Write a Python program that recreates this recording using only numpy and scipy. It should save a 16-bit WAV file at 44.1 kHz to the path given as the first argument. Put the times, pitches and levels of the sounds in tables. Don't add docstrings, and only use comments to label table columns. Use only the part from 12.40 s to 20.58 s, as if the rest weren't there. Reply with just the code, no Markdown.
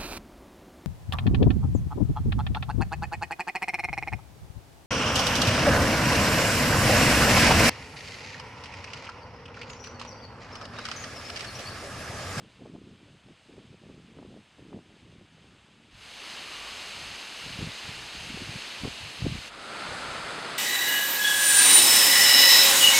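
import sys
import numpy as np
from scipy import signal
from scipy.fft import rfft, irfft, next_fast_len
from scipy.io import wavfile
from scipy.ndimage import uniform_filter1d

SR = 44100
rng = np.random.default_rng(int(sys.argv[2]) if len(sys.argv) > 2 else 0)


def dump(signal):
    limited = np.clip(np.atleast_2d(signal).T, -1, 1)
    pcm = np.round(limited * 32767).astype(np.int16)
    wavfile.write(sys.argv[1], SR, pcm)


N = 360738

BEARING_AT_S, BEAM_AT_S, SWITCH_S = 3.52, 7.1, 0.02


def undb(db):
    return 10 ** (np.asarray(db) / 20)


def unit(x):
    return x / np.sqrt(np.mean(x ** 2))


def ramp(start_s, length_s):
    return np.clip((np.arange(N) / SR - start_s) / length_s, 0, 1)


def filtered(x, gain_at):
    size = next_fast_len(N + SR // 10)
    hz = np.maximum(np.arange(size // 2 + 1) * SR / size, 1)
    return irfft(rfft(x, size) * gain_at(hz), size)[:N]


def coloured(white, spectrum):
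    hz, db = np.transpose(spectrum)
    return filtered(white, lambda f: undb(np.interp(np.log(f), np.log(hz), db))) * np.sqrt(SR / 2)


def walk(rate_hz):
    return unit(filtered(rng.standard_normal(N), lambda f: np.exp(-(f / rate_hz) ** 2)))


def grains(times_s, hz, size, shape, first_cycle, last_cycle):
    length = ((last_cycle - first_cycle) * SR / hz).astype(int)
    which = np.repeat(np.arange(len(hz)), length)
    step = np.arange(len(which)) - (np.cumsum(length) - length)[which]
    at = ((times_s + first_cycle / hz) * SR).astype(int)[which] + step
    wave = size[which] * shape(first_cycle + step * hz[which] / SR)
    inside = (at >= 0) & (at < N)
    return np.bincount(at[inside], wave[inside], N)


def eddies(times_s, hz, size, reach_cycles=0.61):
    def swirl(cycles):
        window = np.cos(np.pi * cycles / 4) ** 2
        return -np.sin(2 * np.pi * cycles) / (1 + (cycles / reach_cycles) ** 2) ** 2 * window
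    return grains(times_s, hz, size, swirl, -2, 2)


def gust_level_db(breeze_db, sway_db=3.5, attack_s=0.016, release_s=0.025):
    # start_s, hold_s, level_db
    gusts = [(0, 0.065, -53), (0.206, .18, -49), (0.418, .12, -50.5), (0.606, 0.15, -55.5),
             (0.862, .055, -52.5), (1.091, 0.17, -53.5), (1.297, 0.043, -51), (1.425, 0.16, -51.5),
             (1.58, 0.16, -54.5), (1.766, .22, -49), (2.193, 0.11, -51.5), (2.337, 0.032, -41),
             (2.463, 0.097, -58), (2.634, 0.2, -54), (2.914, 0.25, -58.5), (3.541, .015, -54.5),
             (4.565, 0.16, -53.5), (5.05, .11, -47.5), (5.202, 0.073, -40.5), (5.443, 0.2, -52),
             (5.754, 0.404, -49.5), (6.435, 0.033, -35), (6.622, 0.046, -46.5), (6.829, 0.045, -29.5),
             (6.921, 0.052, -43.5), (7.496, 0.051, -47), (7.658, 0.046, -52)]
    t = np.arange(N) / SR
    power = undb(breeze_db + sway_db * walk(1.7)) ** 2
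    for start_s, hold_s, level_db in gusts:
        fade = np.maximum(start_s - t, 0) / attack_s + np.maximum(t - start_s - hold_s, 0) / release_s
        power = power + (undb(level_db) * np.exp(-np.minimum(fade, 20))) ** 2
    return 10 * np.log10(power)


def wind(breeze_db, eddy_hz, low_cut_hz, quickening, size_spread, pitch_spread,
         rumble_db, rumble_hz, count, reference_db=-50):
    level_db = gust_level_db(breeze_db)
    late, pitch, strength = rng.standard_normal((count, 3)).T
    times_s = (np.arange(count) + late / 2) * N / SR / count
    excess_db = np.interp(times_s, np.arange(N) / SR, level_db) - reference_db
    hz = eddy_hz * undb(quickening * excess_db) * np.exp(pitch_spread * pitch)
    size = rng.choice([-1, 1], count) * np.exp(size_spread * strength - pitch_spread * pitch / 2)
    flutter = filtered(eddies(times_s, hz, size), lambda f: f / np.hypot(f, low_cut_hz))
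    levelled = flutter / np.sqrt(uniform_filter1d(flutter ** 2, SR // 25) + 1e-9)
    rumble = unit(filtered(rng.standard_normal(N), lambda f: 1 / (1 + (f / rumble_hz) ** 2)))
    return (levelled + undb(rumble_db) * rumble) * undb(level_db)


def buffets(swarm_db=-11, swarm_cycles=1.903, swarm_ratio=1.33, swarm_spread=0.39, count=7):
    # time_s, level_db, pitch_hz
    thumps = [(.222, -36.5, 272), (.26, -35, 452), (.354, -30.5, 287), (1.183, -35.5, 290), (1.5, -37, 350),
              (1.79, -37, 443), (1.828, -36, 560), (2.33, -35.5, 760), (5.191, -32.5, 211),
              (5.23, -21, 187), (5.274, -27, 171), (5.493, -33, 132), (5.903, -33, 222),
              (5.945, -29.5, 179), (5.975, -30.5, 297), (6.021, -28, 190), (6.096, -28.5, 121),
              (6.161, -30.5, 140), (6.456, -22, 293), (6.866, -17.5, 272), (6.924, -25.5, 145),
              (6.955, -26.5, 145)]
    times_s, level_db, hz = np.transpose(thumps)
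    out = eddies(times_s, hz, undb(level_db))
    for late, pitch in rng.standard_normal((len(times_s), 2, count)).T:
        small_hz = hz * swarm_ratio * np.exp(swarm_spread * pitch)
        out = out + eddies(times_s + swarm_cycles * late / hz, small_hz, undb(level_db + swarm_db))
    return out


def hollow(ring_hz, width_hz, wander):
    hz = ring_hz * (1 + wander * walk(12))
    ring = filtered(rng.standard_normal(N), lambda f: 1 / (1 + (2 * (f - ring_hz) / width_hz) ** 2))
    shift = np.exp(2j * np.pi * np.cumsum(hz - ring_hz) / SR)
    return unit(np.real(signal.hilbert(ring) * shift))


def bubbles(count=20000, low_hz=350, high_hz=7000, ring_cycles=2.9, glide=0.0094):
    def ring(cycles):
        return np.exp(-cycles / ring_cycles) * np.sin(2 * np.pi * cycles * (1 + glide * cycles))
    when, pitch, strength = rng.random((count, 3)).T
    hz = low_hz * (high_hz / low_hz) ** np.sqrt(pitch)
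    size = np.sqrt(hz) * np.exp(2 * strength)
    return unit(grains(when * N / SR, hz, size, ring, 0, 16))


def rush(bubble_db=-12, surge_db=0.51, surge_hz=3.4, flicker_db=0.5, flicker_hz=14):
    splash = rng.standard_normal(N) + undb(bubble_db) * bubbles()
    octaves = np.log2(125 * 2 ** np.arange(8))
    out = 0
    for weights in np.eye(len(octaves)):
        band = filtered(splash, lambda f: np.interp(np.log2(f), octaves, weights))
        out = out + band * undb(flicker_db * walk(flicker_hz))
    return unit(out * undb(surge_db * walk(surge_hz)))


def spot_gains(bearing_rise_s=0.41, bearing_start_gain=0.02, beam_rise_s=0.35, beam_start_gain=0.29):
    left_pit = ramp(BEARING_AT_S, bearing_rise_s)
    at_bearing = ramp(BEARING_AT_S - SWITCH_S, SWITCH_S)
    at_beam = ramp(BEAM_AT_S - SWITCH_S, SWITCH_S)
    bearing = bearing_start_gain + (1 - bearing_start_gain) * left_pit
    beam = beam_start_gain + (1 - beam_start_gain) * ramp(BEAM_AT_S, beam_rise_s)
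    return 1 - left_pit, at_bearing * bearing * (1 - at_beam), at_beam * beam


def water(ring_db=-43, gurgle_db=-52, gurgle_at_s=4.2, gurgle_width_s=0.26):
    # frequency_hz, density_db_per_hz
    pit_spectrum = [(30, -99), (100, -95), (400, -97.5), (1000, -98), (2000, -99), (2850, -95.5),
                    (3500, -98.5), (4300, -102.5), (6300, -107), (8500, -110), (10500, -120), (13000, -136)]
    bearing_spectrum = [(25, -89), (60, -105), (210, -81), (400, -82), (1100, -80.5), (2000, -78.5),
                        (2850, -73), (3350, -78.5), (4300, -77), (5200, -82), (6300, -83.5), (7500, -88),
                        (10500, -95), (15500, -115)]
    beam_spectrum = [(25, -99), (60, -85.5), (150, -73.5), (400, -72), (600, -70.5), (1000, -72),
                     (1700, -72), (3300, -76), (4400, -76.5), (6000, -85), (8500, -86.5), (10000, -91.5),
                     (13000, -111), (15500, -121)]
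    pit, bearing, beam = spot_gains()
    fall = rush()
    swell = np.exp(-((np.arange(N) / SR - gurgle_at_s) / gurgle_width_s) ** 2)
    gurgle = undb(gurgle_db) * swell * hollow(ring_hz=1136, width_hz=190, wander=0.015)
    ring = undb(ring_db) * hollow(ring_hz=1348, width_hz=250, wander=0.02208)
    hiss = coloured(fall, bearing_spectrum) + gurgle
    roar = coloured(fall, beam_spectrum) + ring
    return pit * coloured(fall, pit_spectrum) + bearing * hiss + beam * roar


def scene():
    sheltered = wind(breeze_db=-66, eddy_hz=239, low_cut_hz=190, quickening=0.23, size_spread=0.57,
                     pitch_spread=0.44, rumble_db=-14.5, rumble_hz=75, count=3200)
    exposed = wind(breeze_db=-63, eddy_hz=119, low_cut_hz=78, quickening=0.22, size_spread=0.51,
                   pitch_spread=0.58, rumble_db=-12.5, rumble_hz=70, count=1600)
    in_open = ramp(BEARING_AT_S - SWITCH_S, SWITCH_S)
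    mono = water() + (1 - in_open) * sheltered + in_open * exposed + buffets()
    return np.array([mono, mono])


def duct_gain(hz):
    # centre_hz, width_hz, depth_db
    notches = [(5690, 424, -28), (6980, 330, -9), (15020, 500, -24)]
    gain = 1
    for centre_hz, width_hz, depth_db in notches:
        detuning = 2j * (hz - centre_hz) / width_hz
        gain = gain * (detuning + undb(depth_db)) / (detuning + 1)
    return gain


def record(dry, low_cut_hz=30, high_cut_hz=15720):
    sound = np.array([filtered(channel, duct_gain) for channel in dry])
    sound = signal.sosfilt(signal.butter(2, low_cut_hz, "high", fs=SR, output="sos"), sound)
    return signal.sosfilt(signal.ellip(10, 0.2, 70, high_cut_hz, fs=SR, output="sos"), sound)


dry = scene()
out = record(dry)
dump(out)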